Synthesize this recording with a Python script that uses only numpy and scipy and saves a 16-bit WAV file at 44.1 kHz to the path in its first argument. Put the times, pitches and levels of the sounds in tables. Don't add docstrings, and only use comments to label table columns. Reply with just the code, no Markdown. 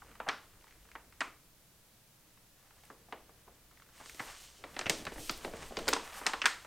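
import sys
import numpy as np
from scipy import signal
from scipy.fft import rfft, irfft
from scipy.io import wavfile
from scipy.ndimage import uniform_filter1d

SR = 44100
rng = np.random.default_rng(int(sys.argv[2]) if len(sys.argv) > 2 else 0)


def wrap_up_sound(samples):
    columns = np.atleast_2d(samples).T
    tamed = np.clip(columns, -1, 1)
    steps = np.round(tamed * 32767).astype(np.int16)
    wavfile.write(sys.argv[1], SR, steps)


def decibels_to_gain(level_db):
    exponent = np.asarray(level_db, float) / 20
    return 10 ** exponent


N = 293706


# mode_hz, level_db, t60_s
TABLE_MODES = [(305, -21, 0.51), (461, -16, 0.33)]
# low_hz, high_hz, decay_ms, wall_echo_db, wall_t60_s
SNAP_PARTS = [
    (230, 730, 7.2, -12, 0.4),
    (720, 2650, 4.2, -18.5, 0.33),
    (2530, 6200, 3.5, -18, 0.35),
    (5920, 8720, 2.25, -18, 0.32),
]


def snaps(size=11000):
    start_s, body_db, panel_hz, thud_db, crisp_db, tick_db = creases()
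    t = np.arange(size) / SR
    stretch = decibels_to_gain(0.12 * (body_db + 36.0) - 0.19 * (crisp_db - 1.0))
    stretch = np.clip(stretch, 0.25, 1.6)[:, None]
    top_hz = np.maximum(3200 * decibels_to_gain(0.51 * crisp_db), 1.52 * panel_hz)

    noise = rng.standard_normal((4, len(start_s), size))
    bursts = [n * heard(t, stretch, *part[2:]) for n, part in zip(noise, SNAP_PARTS)]
    thud, body, crisp, tick = (band(b, *part[:2], order=3) for b, part in zip(bursts, SNAP_PARTS))
    body = np.array([band(b, 0.49 * low, high) for b, low, high in zip(body, panel_hz, top_hz)])
    crisp = np.array([band(b, 1680, 1.98 * high) for b, high in zip(crisp, top_hz)])
    panel = np.array([band(b, hz / 1.29, hz * 1.21) for b, hz in zip(body, panel_hz)])
    body = body + decibels_to_gain(-5) * panel
    tick = tick + decibels_to_gain(-13.5) * band(bursts[3], 9850, 12800)

    table = sum(decibels_to_gain(db - 38) * ring(hz, t60, size) for hz, db, t60 in TABLE_MODES)
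    thud = thud + signal.fftconvolve(thud[:, :size // 20], table[None], axes=1)[:, :size]

    parts = (thud, body, crisp, tick)
    parts_db = (thud_db, 0, crisp_db, tick_db)
    attacks = (640, 240, 200, 200)
    out = np.zeros(N + size)
    for part, part_db, attack in zip(parts, parts_db, attacks):
        gain = decibels_to_gain(body_db + part_db) / part[:, :attack].std(axis=1)
        for start, sound in zip((start_s * SR).astype(int), gain[:, None] * part):
            out[start:start + size] += sound
    return out[:N]


def heard(t, stretch, decay_ms, wall_db, t60):
    give = (1 - np.exp(-t / 0.000067)) * np.exp(-t * 1000 / (decay_ms * stretch))
    build_up = 1 - np.exp(-t / 0.0011)
    walls = decibels_to_gain(wall_db) * np.sqrt(stretch) * build_up * 1000. ** (-t / t60)
    return np.hypot(give, walls)


# start_s, body_db, panel_hz, thud_db, crisp_db (the last two against the body)
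CRACKS = [(1.206, -31, 2270, -17.5, -9.5), (4.0, -54, 1150, -5.5, -16), (4.059, -53, 1600, -11, -3),
          (4.095, -49, 2030, -21, -5), (4.146, -57.5, 2300, -2, 1), (4.791, -36.5, 1640, -8.5, 0.5),
          (4.896, -29, 2180, -8.5, 2), (4.901, -35, 540, -7.5, -10), (5.052, -46.5, 1090, -8, 0),
          (5.118, -58.5, 740, 8, -17), (5.159, -50, 510, -1, -10), (5.18, -49.5, 510, 0.5, -11),
          (5.628, -48.5, 960, -9, -5), (5.708, -59, 610, 10.5, -16), (5.789, -42.5, 580, -6, -2.5),
          (5.871, -43, 1090, -1, -9), (5.88, -30.5, 980, -6, 0.5), (5.885, -28.5, 673, -12, -2.5),
          (5.934, -36, 3230, 0, 9), (6.265, -27, 1100, -24, -0.5), (6.271, -35.5, 1130, -14, -0.5),
          (6.456, -21, 1690, -35, -4.5), (6.647, -49, 560, -10, -12)]
# start_s, body_db, panel_hz, thud_db, crisp_db
BUCKLES = [(0.287, -31.5, 1590, -14, -2.5), (0.953, -42.5, 870, -14.5, -11.5),
           (1.214, -32, 1220, -24.5, -10), (3.124, -39, 750, -12, -11), (4.196, -38, 970, -9.5, -8),
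           (4.639, -43, 1120, -6, -7), (4.765, -40, 770, -8, -6), (4.812, -38.5, 675, -11, -3.5),
           (4.858, -36.5, 2880, -7, -12), (4.866, -33.5, 2470, -12.5, -10), (5.067, -37.5, 1700, -9.5, -7),
           (5.071, -44, 544, -9, -9), (5.295, -32, 1250, -13.5, 0.5), (5.447, -40, 506, 0, -4.5),
           (5.536, -49.5, 510, 6.5, -10), (5.769, -37.5, 624, -1.5, 0), (5.929, -27, 1120, -24, -6.5),
           (5.964, -33.5, 950, -14, -11), (5.995, -46, 865, -22, -28), (6.258, -38.5, 1310, -12, -14),
           (6.293, -42, 960, -22, -14), (6.334, -33.5, 940, -15, -7), (6.417, -29.5, 3130, -21, -7.5),
           (6.462, -33, 2290, -17.5, 1)]
# start_s, body_db, panel_hz, thud_db, crisp_db
POPS = [(0.019, -50.5, 940, -33, -24), (0.201, -36.5, 895, -12, -13.5), (0.264, -45.5, 837, -7, -27),
        (0.268, -44, 750, -8, -25), (0.279, -36.5, 750, -19, -15), (2.901, -48.5, 1230, -7, -26),
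        (3.085, -59.5, 800, -6, -26), (3.292, -59, 796, -5, -24), (3.477, -56.5, 880, -3, -31),
        (5.478, -50, 806, -14, -20), (6.214, -43, 915, -7.5, -26), (6.441, -33.5, 1560, -13, -21)]
# start_s, body_db, panel_hz
TICKS = [(0.066, -67, 1020), (0.113, -61, 1040), (0.153, -55.5, 1070), (0.623, -66, 2140),
         (0.641, -58, 1040), (0.669, -64, 1310), (0.678, -63, 2020), (0.708, -60, 2380), (0.723, -63, 2060),
         (0.851, -62.5, 920), (0.888, -61, 1540), (0.915, -55, 2310), (1.124, -58.5, 1060),
         (2.373, -65, 1270), (2.706, -61.5, 830), (2.766, -69, 1200), (2.835, -59.5, 790),
         (2.851, -66, 2400), (3.712, -62.5, 1250), (3.773, -61, 1820), (3.798, -59.5, 1290),
         (3.821, -58, 1400), (3.863, -66, 890), (3.889, -63, 1480), (3.978, -60, 1960), (4.194, -46.5, 890),
         (4.283, -53, 1720), (5.569, -53, 2430)]
# start_s, body_db, panel_hz
TEARS = [(0.207, -55, 890), (.293, -32, 1300), (.957, -48, 1680), (2.904, -53, 1120), (3.131, -49, 810),
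         (4.009, -50.5, 900), (4.202, -40, 1960), (5.132, -61, 560), (5.299, -64, 1230), (5.721, -53, 610),
         (6.338, -35, 1010), (6.466, -36, 1480)]


def creases():
    first = [(*row, row[4] - 5.5) for row in CRACKS]
    first += [(*row, row[4] - 17.5) for row in BUCKLES]
    first += [(*row, -31) for row in POPS]
    ticks = [(*row, -21.5, -7.5, -15) for row in TICKS]
    tears = []
    for row in TEARS:
        parent = max(give for give in first if give[0] < row[0])
        tears.append((*row, *(parent[3:] + np.array([-6.5, -5, -5]))))
    return np.transpose(first + ticks + tears)


# low_hz, high_hz, slip_scatter_db, patchiness_db
RUB_LAYERS = [
    (2600, 7400, 2.5, 0.56),
    (586, 2150, 3.5, 3),
    (9640, 15000, 2, -2.4),
    (84, 513, 2, 4),
]
# centre_hz, width_hz, level_db
SHEET_MODES = [(1150, 220, -7.5), (1980, 73, -19), (3000, 330, -8), (8400, 1040, -4)]


def slide():
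    flex_db, swing_db, held = hands()
    stroke_db, bright_db = strokes()
    hiss_db = both(stroke_db, flex_db - 4)
    air_db = -60.5 + 1.2 * (hiss_db + 51.5) + bright_db
    layers_db = hiss_db, flex_db, air_db, swing_db - 1.5
    sizes = np.minimum(rng.exponential(size=N), 6.5)
    slips = rng.standard_normal(N)
    grip = walk(30)
    out = 0
    for (low_hz, high_hz, scatter_db, patchy_db), db in zip(RUB_LAYERS, layers_db):
        rub = unit(band(slips * decibels_to_gain(scatter_db * sizes), low_hz, high_hz, order=3))
        out = out + rub * decibels_to_gain(db + 1.34 * grip + patchy_db * walk(30))
    out = out + resonate(out, SHEET_MODES)
    return out * held * decibels_to_gain(-6.0)


# start_s, length_s, hiss_db, brightness_db
STROKES = [(.6, 0.29, -76, 4), (2.767, .14, -68, 0), (3.74, .08, -85, 0), (3.964, .08, -58.5, 0),
           (4.058, .03, -51, 0.5), (4.147, .04, -58, 3), (4.207, 0.11, -49.5, 0.5), (4.337, .05, -52.5, -4),
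           (4.407, 0.054, -50.5, 0.5), (4.52, 0.12, -60.5, -1), (4.67, 0.04, -63, 4),
           (4.95, 0.045, -53.5, 1), (5.13, 0.016, -56.5, 1), (5.206, 0.069, -45, 3),
           (5.35, 0.019, -50.5, 2), (5.417, 0.064, -53.5, 1), (5.566, 0.096, -53, -2),
           (5.793, 0.038, -53, -2), (6.137, 0.055, -53, 2), (6.324, 0.019, -57, -11),
           (6.582, 0.062, -59, 0)]


def strokes():
    t = np.arange(N) / SR
    rows = []
    for start_s, length_s, db, _ in STROKES:
        rise_db = (start_s - t) * 332
        fall_db = (t - start_s - length_s) * 155
        rows.append(db - np.maximum(0, np.maximum(rise_db, fall_db)))
    loudest = np.argmax(rows, axis=0)
    bright_db = uniform_filter1d(np.array(STROKES)[loudest, 3], size=800)
    return np.maximum(np.max(rows, axis=0), -120), bright_db


# time_s, flexing_db, swinging_db
HAND_MOTION = [(0.0, -63, -63.5), (.9, -71, -69.5), (1.19, -75, -68), (2.6, -71, -86.5), (3.1, -74, -68),
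               (3.9, -70, -74.5), (4.0, -58, -74), (4.18, -64, -72), (4.23, -55.5, -64), (4.32, -54.5, -69),
               (4.6, -68, -65), (4.75, -53, -56), (5.15, -55.5, -52.5), (5.631, -52.5, -52.5),
               (5.86, -52, -49), (6.05, -49.5, -59.5), (6.34, -49.5, -60), (6.66, -60.5, -70)]


def hands():
    t = np.arange(N) / SR
    time_s, flex_db, swing_db = np.transpose(HAND_MOTION)
    rest_s, grip_s = 1.35, 2.55
    held = np.clip(np.maximum(rest_s - t, t - grip_s) * 20, 0, 1)
    return np.interp(t, time_s, flex_db), np.interp(t, time_s, swing_db), held


# start_s, level_db, pitch_hz
THUMPS = [(.02, -67, 55), (0.278, -53, 150), (3.124, -60, 230), (4.2, -52.5, 130), (4.861, -45.5, 120),
          (4.898, -42, 140), (5.071, -50.5, 170), (5.119, -49, 220), (5.191, -50.5, 160), (5.296, -44, 151),
          (5.45, -51, 180), (5.535, -55, 110), (5.72, -57, 320), (5.884, -54, 200), (6.266, -53, 180)]
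# start_s, level_db
FLECKS = [(2.853, -62), (4.096, -58), (4.897, -36.5), (5.052, -57), (5.14, -57), (5.311, -45), (5.376, -52),
          (5.567, -58), (5.79, -60), (5.889, -35), (6.276, -57), (6.335, -54), (6.468, -44), (6.627, -64)]


def slaps(size=4000):
    t = np.arange(size) / SR
    out = np.zeros(N + size)
    for start_s, db, hz in THUMPS:
        swell = t * hz * np.exp(-2 * t * hz / 1.3)
        push = band(rng.standard_normal(size) * swell, hz / 1.2, hz * 1.43, order=1)
        out[int(start_s * SR):][:size] += decibels_to_gain(db) * push / push[:size // 5].std()
    for start_s, db in FLECKS:
        burst = rng.standard_normal(size) * heard(t, 0.72, 2.6, -20, 0.2)
        fleck = band(burst, 7200, 15600)
        out[int(start_s * SR):][:size] += decibels_to_gain(db) * fleck / fleck[:size // 20].std()
    return out[:N]


def crackle(size=600):
    flex_db, _, held = hands()
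    clicks_per_s, decay_ms = 90, 2.2
    when = rng.random(N) < clicks_per_s / SR
    sizes = np.minimum(rng.exponential(size=N), 3)
    decay = np.exp(-np.arange(size) / SR * 1000 / decay_ms)
    gate = signal.fftconvolve(when * decibels_to_gain(3.5 * sizes), decay)[:N]
    return unit(band(rng.standard_normal(N), 600, 2860)) * gate * decibels_to_gain(flex_db - 5) * held


# centre_hz, width_hz, level_db
CREAK_MODES = [(1200, 120, 2), (2010, 170, -9)]


def creak():
    t = np.arange(N) / SR
    start_s, length_s, slips_per_s = 6.105, 0.076, 140
    press = np.sin(np.pi * np.clip((t - start_s) / length_s, 0, 1))
    count = np.floor(np.cumsum(slips_per_s * decibels_to_gain(2 * walk(90))) / SR)
    slips = np.diff(count, prepend=0) * decibels_to_gain(3 * rng.standard_normal(N))
    return decibels_to_gain(-52) * press * unit(resonate(slips, CREAK_MODES))


def room(size=12000):
    t = np.arange(size) / SR
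    echoes = decibels_to_gain(-45.5) * rng.standard_normal(size) * 1000. ** (-t / 0.62)
    return (t == 0) + echoes * (t > 0.003)


def rumble():
    _, swing_db, held = hands()
    lag = int(0.1 * SR)
    rest_db = -9 * (1 - np.roll(held, lag))
    hum_db = both(-71.5 + rest_db, swing_db - 9) + 1.5 * walk(4.5)
    push_db = both(-72, swing_db - 0.5) + 1.5 * walk(5)
    hum = unit(band(rng.standard_normal(N), 39, 65)) * decibels_to_gain(hum_db)
    push = unit(band(rng.standard_normal(N), 5.1, 25)) * decibels_to_gain(push_db - 3.5)
    return hum + push


# freq_hz, density_db
HISS = [(35, -47), (60, -12.5), (113, -3.5), (197, -10), (279, -14.5), (314, -9.5), (344, -16), (500, -15),
        (1100, -19.5), (1330, -19.5), (2120, -21), (9400, -23), (15700, -23)]
# freq_hz, side_minus_mid_db
HISS_SIDE = [(60, 1), (110, -18), (200, -11.5), (380, -10.5), (700, -9), (1290, -8), (2380, -4),
             (4400, -2.5), (8120, -2.5), (15000, -3.5)]


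def microphone_hiss():
    mid = coloured(HISS)
    side = coloured(HISS, HISS_SIDE) * np.array([[1], [-1]])
    return (mid + side) * decibels_to_gain(-64.5) / np.std(mid)


def band(x, lo_hz, hi_hz, order=2):
    edges = [lo_hz, min(hi_hz, 0.45 * SR)]
    return signal.sosfilt(signal.butter(order, edges, "band", fs=SR, output="sos"), x)


def resonate(x, modes):
    return sum(decibels_to_gain(db) * band(x, hz - width / 2, hz + width / 2, order=1) for hz, width, db in modes)


def ring(hz, t60, size):
    t = np.arange(size) / SR
    return np.sin(2 * np.pi * hz * t) * 1000. ** (-t / t60)


def unit(x):
    return x / np.sqrt(np.mean(x ** 2))


def both(a_db, b_db):
    return 10 * np.log10(decibels_to_gain(a_db) ** 2 + decibels_to_gain(b_db) ** 2)


def walk(rate):
    hold = int(SR / rate)
    steps = np.repeat(rng.standard_normal(N // hold + 1), hold)
    return unit(uniform_filter1d(steps, hold)[:N])


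def coloured(*spectra):
    log_hz = np.log(np.fft.rfftfreq(N, 1 / SR) + 1)
    db = 0
    for curve in spectra:
        hz, level_db = np.transpose(curve)
        db = db + np.interp(log_hz, np.log(hz), level_db)
    return irfft(rfft(rng.standard_normal(N)) * decibels_to_gain(db), N)


def scene():
    handled = signal.fftconvolve(slide() + crackle() + creak(), room())[:N]
    paper = snaps() + slaps() + handled
    return paper + rumble() + decibels_to_gain(-44.0) * rumble() * np.array([[1], [-1]])


def roll_off(x):
    return signal.sosfilt(signal.butter(12, 16650, fs=SR, output="sos"), x)


def record(dry):
    capsule_hz = 8880
    dry = dry + decibels_to_gain(-8) * band(dry, capsule_hz / 1.06, capsule_hz * 1.04, order=1)
    top = signal.butter(8, 15800, fs=SR, output="sos")
    mix = signal.sosfilt(top, dry + microphone_hiss())
    return roll_off(mix)


dry = scene()
out = record(dry)
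wrap_up_sound(out)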